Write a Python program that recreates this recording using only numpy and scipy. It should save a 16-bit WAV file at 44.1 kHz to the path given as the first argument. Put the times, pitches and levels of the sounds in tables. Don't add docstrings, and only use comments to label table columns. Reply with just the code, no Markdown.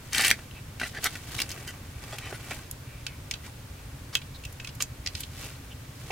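import sys
import numpy as np
from scipy import signal
from scipy.fft import rfft, irfft, next_fast_len
from scipy.io import wavfile
from scipy.ndimage import uniform_filter1d

SR = 44100
rng = np.random.default_rng(int(sys.argv[2]) if len(sys.argv) > 2 else 0)


def dump_mix(stems):
    frames = np.atleast_2d(stems).T
    limited = np.clip(frames, -1, 1)
    pcm = np.round(limited * 32767).astype(np.int16)
    wavfile.write(sys.argv[1], SR, pcm)


N = 269715
TIME = np.arange(N) / SR
PADDED = next_fast_len(N, real=True)
HZ = np.fft.rfftfreq(PADDED, 1 / SR)
TAPS = 4096


def amp(db):
    return 10 ** (np.asarray(db) / 20)


def unit(x):
    return x / np.sqrt(np.mean(x ** 2) + 1e-20)


def read(points, hz):
    f, value = np.transpose(points)
    return np.interp(np.log(hz + 1), np.log(f + 1), value)


def add(mix, s, sound):
    part = mix[:, round(s * SR):][:, :sound.shape[1]]
    part += sound[:, :part.shape[1]]


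def shape(x, gain):
    return irfft(rfft(x, PADDED) * gain, PADDED)[..., :N]


def tint(x, colour):
    return unit(shape(x, amp(read(colour, HZ))))


def spread(pair, width):
    middle, side = pair[0], width * pair[1]
    return np.array([middle + side, middle - side])


def body(x, colour, hz, tilt_db, peak_db=8, octaves=0.31, ripple_db=5.0):
    f = abs(np.fft.fftfreq(TAPS, 1 / SR)) + 1
    ripple = ripple_db * np.interp(f, np.linspace(0, SR / 2, num=110), rng.standard_normal(size=110))
    tilt = tilt_db * np.log2(np.maximum(f, 600) / hz)
    resonance = peak_db * np.exp(-(np.log2(f / hz) / octaves) ** 2)
    log_gain = np.log(amp(read(colour, f) + ripple + tilt + resonance))
    response = np.fft.ifft(np.exp(np.conj(signal.hilbert(log_gain)))).real[:TAPS // 4]
    return signal.fftconvolve(x, response[None], axes=1)


def grains(per_s, spread_db, smear, sharpness, count=10):
    at = np.flatnonzero(rng.random(N) < per_s / SR)
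    strength = amp(spread_db * np.minimum(rng.exponential(1, N)[at], 3.5))
    size = strength * rng.choice([-1., 1.], (2, N))[:, at]
    family = rng.integers(0, count, N)[at]
    out = np.zeros((2, N))
    for k, hz in enumerate(np.geomspace(800, 13000, count)):
        train = np.zeros((2, N))
        train[:, at] = size * (family == k)
        out += signal.lfilter(*signal.iirpeak(hz, sharpness, fs=SR), train)
    return unit(out) + smear * rng.standard_normal((2, N))


SNAP_REF_DB, HALVING_DB = -21.5, 12.5


def burst_s(db, reference_s):
    return reference_s * 2 ** ((SNAP_REF_DB - db) / HALVING_DB)


def bursts(rows, colour, crack, width, ripple_db, span_s=0.0053):
    out, t = np.zeros((2, N)), np.arange(TAPS // 4) / SR
    for s, db, time_scale, hz, tilt_db in rows:
        age = t / time_scale
        envelope = (1 - np.exp(-4 * age)) * np.exp(-(age / 2) ** 1.4)
        spray = rng.standard_normal((2, len(t))) * envelope
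        spray /= np.linalg.norm(spray[0])
        spray[0, 0] -= crack
        sound = body(spread(spray, width), colour, hz, tilt_db, ripple_db=ripple_db)
        add(out, s, amp(db) * sound * np.sqrt(span_s * SR / np.sum(sound.mean(0) ** 2)))
    return out


# frequency in Hz, relative gain in dB.
ENGINE_COLOUR = [(15, -15), (30, -14), (45, -4.5), (70, -4), (89, -1), (101, -4.5), (113, -1), (138, -4.5),
                 (170, -15), (230, -21.5), (272, -14.5), (340, -33), (1000, -82)]
RUMBLE_DB = -43.5
THROB_HZ = 13.2


def rumble(beat_db=-7, wander=0.0125, throb_db=2):
    drift = unit(uniform_filter1d(rng.standard_normal(N), size=SR))
    turns = np.cumsum(THROB_HZ * (1 + wander * drift)) / SR
    firings = np.diff(np.floor(turns), prepend=0)
    thuds = tint(firings - firings.mean(), ENGINE_COLOUR)
    throb = amp(throb_db * np.cos(2 * np.pi * turns))
    blur = tint(rng.standard_normal(N), ENGINE_COLOUR) * throb
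    return amp(RUMBLE_DB) * unit(blur + amp(beat_db) * thuds)


# frequency in Hz, relative gain in dB.
AIR_COLOUR = [(120, -23), (200, -0.5), (422, -8.5), (446, -7), (585, -6.5), (715, -13.5), (890, -11),
              (1510, -13.5), (2420, -15), (3360, -16.5), (15500, -24)]
AIR_DB = -49.5
# frequency in Hz, left-right likeness from 0 to 1.
AIR_LIKENESS = [(100, 0.83), (300, 0.69), (1200, 0.12), (3000, 0.16), (12000, 0.14)]


def outdoors():
    same = np.clip(read(AIR_LIKENESS, HZ), 0, 1)
    mid, side = rng.standard_normal((2, N))
    air = spread([mid, shape(side, np.sqrt((1 - same) / (1 + same)))], width=1.0)
    return amp(AIR_DB) * tint(air, AIR_COLOUR) + rumble()


# middle in seconds, half length in seconds, rub in dB, fizz in dB.
STROKES = [(0.23, 0.11, -44, -47), (0.871, 0.039, -57, -44), (1.041, 0.017, -38, -41),
           (1.138, 0.098, -51.5, -48.5), (1.36, 0.072, -44.5, -44.5), (1.584, 0.15, -45.5, -57),
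           (2.04, 0.005, -46, -50), (2.123, 0.14, -47.5, -55.5), (2.315, 0.084, -47, -63),
           (2.519, .08, -43, -48.5), (3.463, 0.029, -52.5, -54), (5.201, 0.039, -66, -43),
           (5.44, 0.077, -46, -45), (6.12, 0.12, -51.5, -52.5)]
# frequency in Hz, relative gain in dB.
RUB_COLOUR = [(100, 4), (350, 8.5), (950, 1), (1500, 1.5), (2500, 0), (3800, -14.5), (8000, -10.5),
              (16000, -19)]
# frequency in Hz, relative gain in dB.
FIZZ_COLOUR = [(1000, -19), (3000, 3.5), (5000, -0.5), (9000, -5), (15000, -9)]
STROKE_SHAPE = 1.3
HANDLING_RUB_DB = -58


def rustle():
    middle, half_s, rub_db, fizz_db = np.transpose(STROKES)
    strokes = np.exp(-abs((TIME[:, None] - middle) / half_s) ** STROKE_SHAPE)
    flutter = amp(1.9 * unit(uniform_filter1d(rng.standard_normal(N), size=400)))
    catches = grains(per_s=3000, spread_db=2.5, smear=0.82, sharpness=2.6)
    slips = spread(catches * flutter, width=0.72)
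    rub = tint(slips, RUB_COLOUR) * np.hypot(strokes @ amp(rub_db), amp(HANDLING_RUB_DB))
    fizz = tint(slips, FIZZ_COLOUR) * (strokes @ amp(fizz_db))
    return rub + fizz


# start in seconds, end in seconds,
# level in dB before the mix trim, resonance in Hz, tilt in dB per octave, place of the hardest pull from 0 to 1.
RIP_RUNS = [(0.121, 0.31, -25.5, 2220, 1.3, 0.63), (0.795, 0.879, -35, 1530, -2.5, 0.41),
            (0.93, 0.994, -38.5, 1750, -3, 0.78), (1.05, 1.075, -24.5, 1620, -1.3, 0.42),
            (1.38, 1.435, -37.5, 4700, 2.5, 0.1), (1.669, 1.717, -40.5, 890, 2.9, 0.27),
            (2.124, 2.16, -41.5, 920, -1.5, 0.13), (2.213, 2.306, -44, 2300, -3, 0.37),
            (2.34, 2.365, -43, 1610, 0, .5), (2.508, 2.529, -34.5, 2400, -5, 0.3),
            (4.126, 4.163, -41, 5130, 0, 0.56), (4.8, 4.832, -34.5, 6450, 2, 0.6)]
# frequency in Hz, relative gain in dB.
HUSK_COLOUR = [(100, -19), (230, 3.5), (340, -13.5), (620, -3), (960, -11.5), (1260, -3.5), (1750, -0.5),
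               (2650, -2), (3400, -5), (5500, -7.5), (7100, -11.5), (9100, -12.5), (15000, -20.5)]
SLACK_DB = 25.5


def rips():
    out = np.zeros((2, N))
    clumps = amp(2 * unit(uniform_filter1d(rng.standard_normal(N), size=130)))
    breaks = grains(per_s=4900, spread_db=4.5, smear=0.79, sharpness=2.0)
    fibres = spread(breaks * clumps, width=0.21)
    for start, end, db, hz, tilt_db, hardest in RIP_RUNS:
        run = fibres[:, round(start * SR):round(end * SR)]
        length = run.shape[1]
        pull = amp(-SLACK_DB * (np.linspace(0, 1, length) - hardest) ** 2)
        pulled = run * pull * signal.windows.tukey(length, .1)
        sound = body(pulled, HUSK_COLOUR, hz, tilt_db, peak_db=6.0, octaves=0.4)
        add(out, start, amp(db) * sound * np.sqrt(length / np.sum(sound.mean(0) ** 2)))
    return out


# start in seconds, level in dB before the mix trim, resonance in Hz.
RIB_SNAPS = [(0.132, -24.5, 6570), (0.148, -21.5, 2970), (0.182, -18.5, 4200), (0.1947, -23.5, 1540),
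             (0.221, -24.5, 7050), (0.2478, -16, 2780), (0.253, -20.5, 5270), (0.2695, -23.5, 9930),
             (0.281, -18, 9300), (0.3041, -17.5, 3400), (0.3125, -9.5, 2320), (0.39, -39, 1580),
             (0.7987, -31, 2500), (0.8148, -23.5, 1560), (0.831, -30, 1170), (0.9486, -35.5, 1900),
             (0.986, -37.5, 1400), (1.0409, -27, 6000), (1.0428, -20.5, 12500), (1.1546, -31.5, 2040),
             (1.3901, -25.5, 2300), (1.4019, -23, 3200), (1.4182, -21.5, 4900), (1.492, -33.5, 6500),
             (1.5044, -34, 4030), (1.516, -30.5, 5840), (1.5247, -41, 2420), (1.6773, -37.5, 4340),
             (2.185, -31.5, 3200), (2.3267, -31, 1330), (2.509, -32, 2370)]
SNAP_S = 0.0015
THIN_TILT_DB, THICK_TILT_DB, THICK_HZ = 4.05, -5.5, 1400


def snaps():
    rows = []
    for s, db, hz in RIB_SNAPS:
        tilt_db = THIN_TILT_DB + (THICK_TILT_DB - THIN_TILT_DB) * (THICK_HZ / hz) ** 2
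        rows.append((s, db, burst_s(db, SNAP_S), hz, tilt_db))
    return bursts(rows, HUSK_COLOUR, crack=0.92, width=0.45, ripple_db=2.5)


# start in seconds, end in seconds, level in dB, centre in Hz.
HISS_SWELLS = [(0.508, 0.517, -49.5, 2970), (0.534, 0.612, -52, 2500), (2.816, 3.078, -58.5, 2390),
               (3.056, 3.18, -55, 2190), (3.43, 3.485, -52.5, 2120), (3.745, 3.86, -63, 2500),
               (4.339, 4.378, -51, 3900), (5.695, 5.74, -52, 2980)]


def swishes(octaves=.06):
    out = np.zeros((2, N))
    f = np.fft.rfftfreq(SR // 2, 1 / SR) + 1
    for start, end, db, hz in HISS_SWELLS:
        hiss = rfft(spread(rng.standard_normal((2, SR // 2)), width=0.36))
        band = unit(irfft(hiss / (1 + (np.log2(f / hz) / octaves) ** 2) ** 0.48))
        progress = np.arange(band.shape[1]) / SR / (end - start)
        swell = np.sqrt(2) * np.sin(np.pi * np.minimum(progress, 1))
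        add(out, start, amp(db) * band * swell)
    return out


# start in seconds, level in dB, decay time constant in seconds,
# centre in Hz.
SOFT_KNOCKS = [(0.815, -55, .016, 290), (1.054, -36.5, 0.01, 730), (1.395, -48.5, .02, 275),
               (2.129, -36, 0.0057, 527), (2.323, -37, 0.005, 384), (3.477, -49.5, .008, 930),
               (6.104, -35, 0.018, 650)]


def knocks(octaves=0.4, rise_s=0.00038):
    out, t = np.zeros((2, N)), np.arange(TAPS) / SR
    f = np.fft.rfftfreq(TAPS, 1 / SR) + 1
    for s, db, decay_s, hz in SOFT_KNOCKS:
        band = 1 / (1 + (np.log2(f / hz) / octaves) ** 4)
        puff = irfft(rfft(rng.standard_normal((2, TAPS))) * band)
        puff = spread(puff, width=0.083) * (1 - np.exp(-t / rise_s)) * np.exp(-t / decay_s)
        add(out, s, amp(db) * unit(puff) * np.sqrt(decay_s * SR / TAPS))
    return out


# start in seconds, level in dB before the mix trims, resonance in Hz,
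# tilt in dB per octave.
POT_CLICKS = [(3.066, -29, 1390, 2), (3.3111, -26.5, 1980, 4.5), (3.3384, -32.5, 3600, 0),
              (4.1524, -18, 2540, 5), (4.1539, -20.5, 2580, -3.5), (4.1692, -36, 3130, 9),
              (4.2168, -41, 3620, -3), (4.4366, -41.5, 2700, 3), (4.451, -36, 3000, 7),
              (4.5992, -36, 1800, -1), (4.646, -35.5, 2450, 4.5), (4.6727, -36.5, 1500, 3),
              (4.69, -41, 5000, -1.5), (4.805, -28.5, 1370, -0.5), (4.8233, -21.5, 7200, 12),
              (5.062, -28.5, 4970, 2), (5.0725, -27, 4850, 2), (5.1511, -32, 4400, 2.5),
              (5.2342, -35, 3730, 2), (6.106, -33, 2140, -2.5)]
# start in seconds, level in dB before the mix trims.
FIRE_TICKS = [(2.712, -31.5), (4.5251, -44), (4.751, -44), (5.2057, -31)]
# frequency in Hz, relative gain in dB.
CLICK_COLOUR = [(100, -16), (600, -14), (980, -15), (1500, -7.5), (2070, -4), (2650, 3.5), (3400, -2),
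                (5500, -7), (7100, -9), (9100, -18.5), (15000, -29.5)]
CLICK_S, TICK_S = 0.0011, 0.0007
TICK_HZ, TICK_TILT_DB = 11700, 15


def clicks_and_ticks():
    rows = [(s, db, burst_s(db, CLICK_S), hz, tilt_db) for s, db, hz, tilt_db in POT_CLICKS]
    rows += [(s, db, burst_s(db, TICK_S), TICK_HZ, TICK_TILT_DB) for s, db in FIRE_TICKS]
    return bursts(rows, CLICK_COLOUR, crack=0.38, width=0.66, ripple_db=1)


# frequency in Hz, relative level in dB,
# time to fall by 60 dB in seconds.
POT_MODES = [(2300, -35, 0.29), (2600, 15, 0.079), (2910, 4.5, 0.13), (3120, -9, 0.033), (4020, -10, 0.25),
             (5560, 12, 0.0093), (6000, -43, 0.037)]


def pot_ring(x):
    t = np.arange(SR // 3) / SR
    ring = sum(amp(db - 60 * t / t60) * np.sin(2 * np.pi * hz * t) for hz, db, t60 in POT_MODES)
    return signal.fftconvolve(x, ring[None] / np.linalg.norm(ring), axes=1)[:, :N]


def echo(x, delay_s=.0026, echo_db=-10):
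    out = np.zeros((2, N))
    add(out, delay_s, amp(echo_db) * uniform_filter1d(x, size=3, axis=1))
    return out


def surroundings(x, low_t60=.095, high_t60=.075, split_hz=4000, high_db=-4):
    t = np.arange(SR // 4) / SR
    taps = spread(rng.standard_normal((2, len(t))), width=0.63) * (t > .002)
    low = signal.sosfilt(signal.butter(2, split_hz, fs=SR, output="sos"), taps)
    high = signal.sosfilt(signal.butter(2, split_hz, "high", fs=SR, output="sos"), taps)
    tail = low * amp(-60 * t / low_t60) - high * amp(high_db - 60 * t / high_t60)
    return signal.fftconvolve(x, tail / np.linalg.norm(tail[0]), axes=1)[:, :N]


# frequency in Hz,
# gain on the side signal in dB before the overall width.
MIC_SPACING = [(300, -11.5), (1200, -7), (2200, -3.5), (4500, 6), (12000, 4)]


def scene():
    husk = amp(-1.5) * rips() + amp(-3.0) * snaps()
    clicks = amp(-1.5) * clicks_and_ticks() * amp([[-.7], [.7]])
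    ring = amp(-21) * pot_ring(clicks)
    hits = husk + clicks + ring + knocks()
    near = hits + rustle() + swishes()
    left, right = near + echo(near) + amp(-10.5) * surroundings(hits)
    side = shape((left - right) / 2, amp(read(MIC_SPACING, HZ)))
    return spread([(left + right) / 2, side], width=0.74) + outdoors()


EDGE_HZ = 15900


def record(dry):
    rounded = np.tanh(dry)
    lowpass = signal.firwin(401, EDGE_HZ, window=("kaiser", 9), fs=SR)
    return signal.oaconvolve(rounded, lowpass[None], "same")


dry = scene()
out = record(dry)
dump_mix(out)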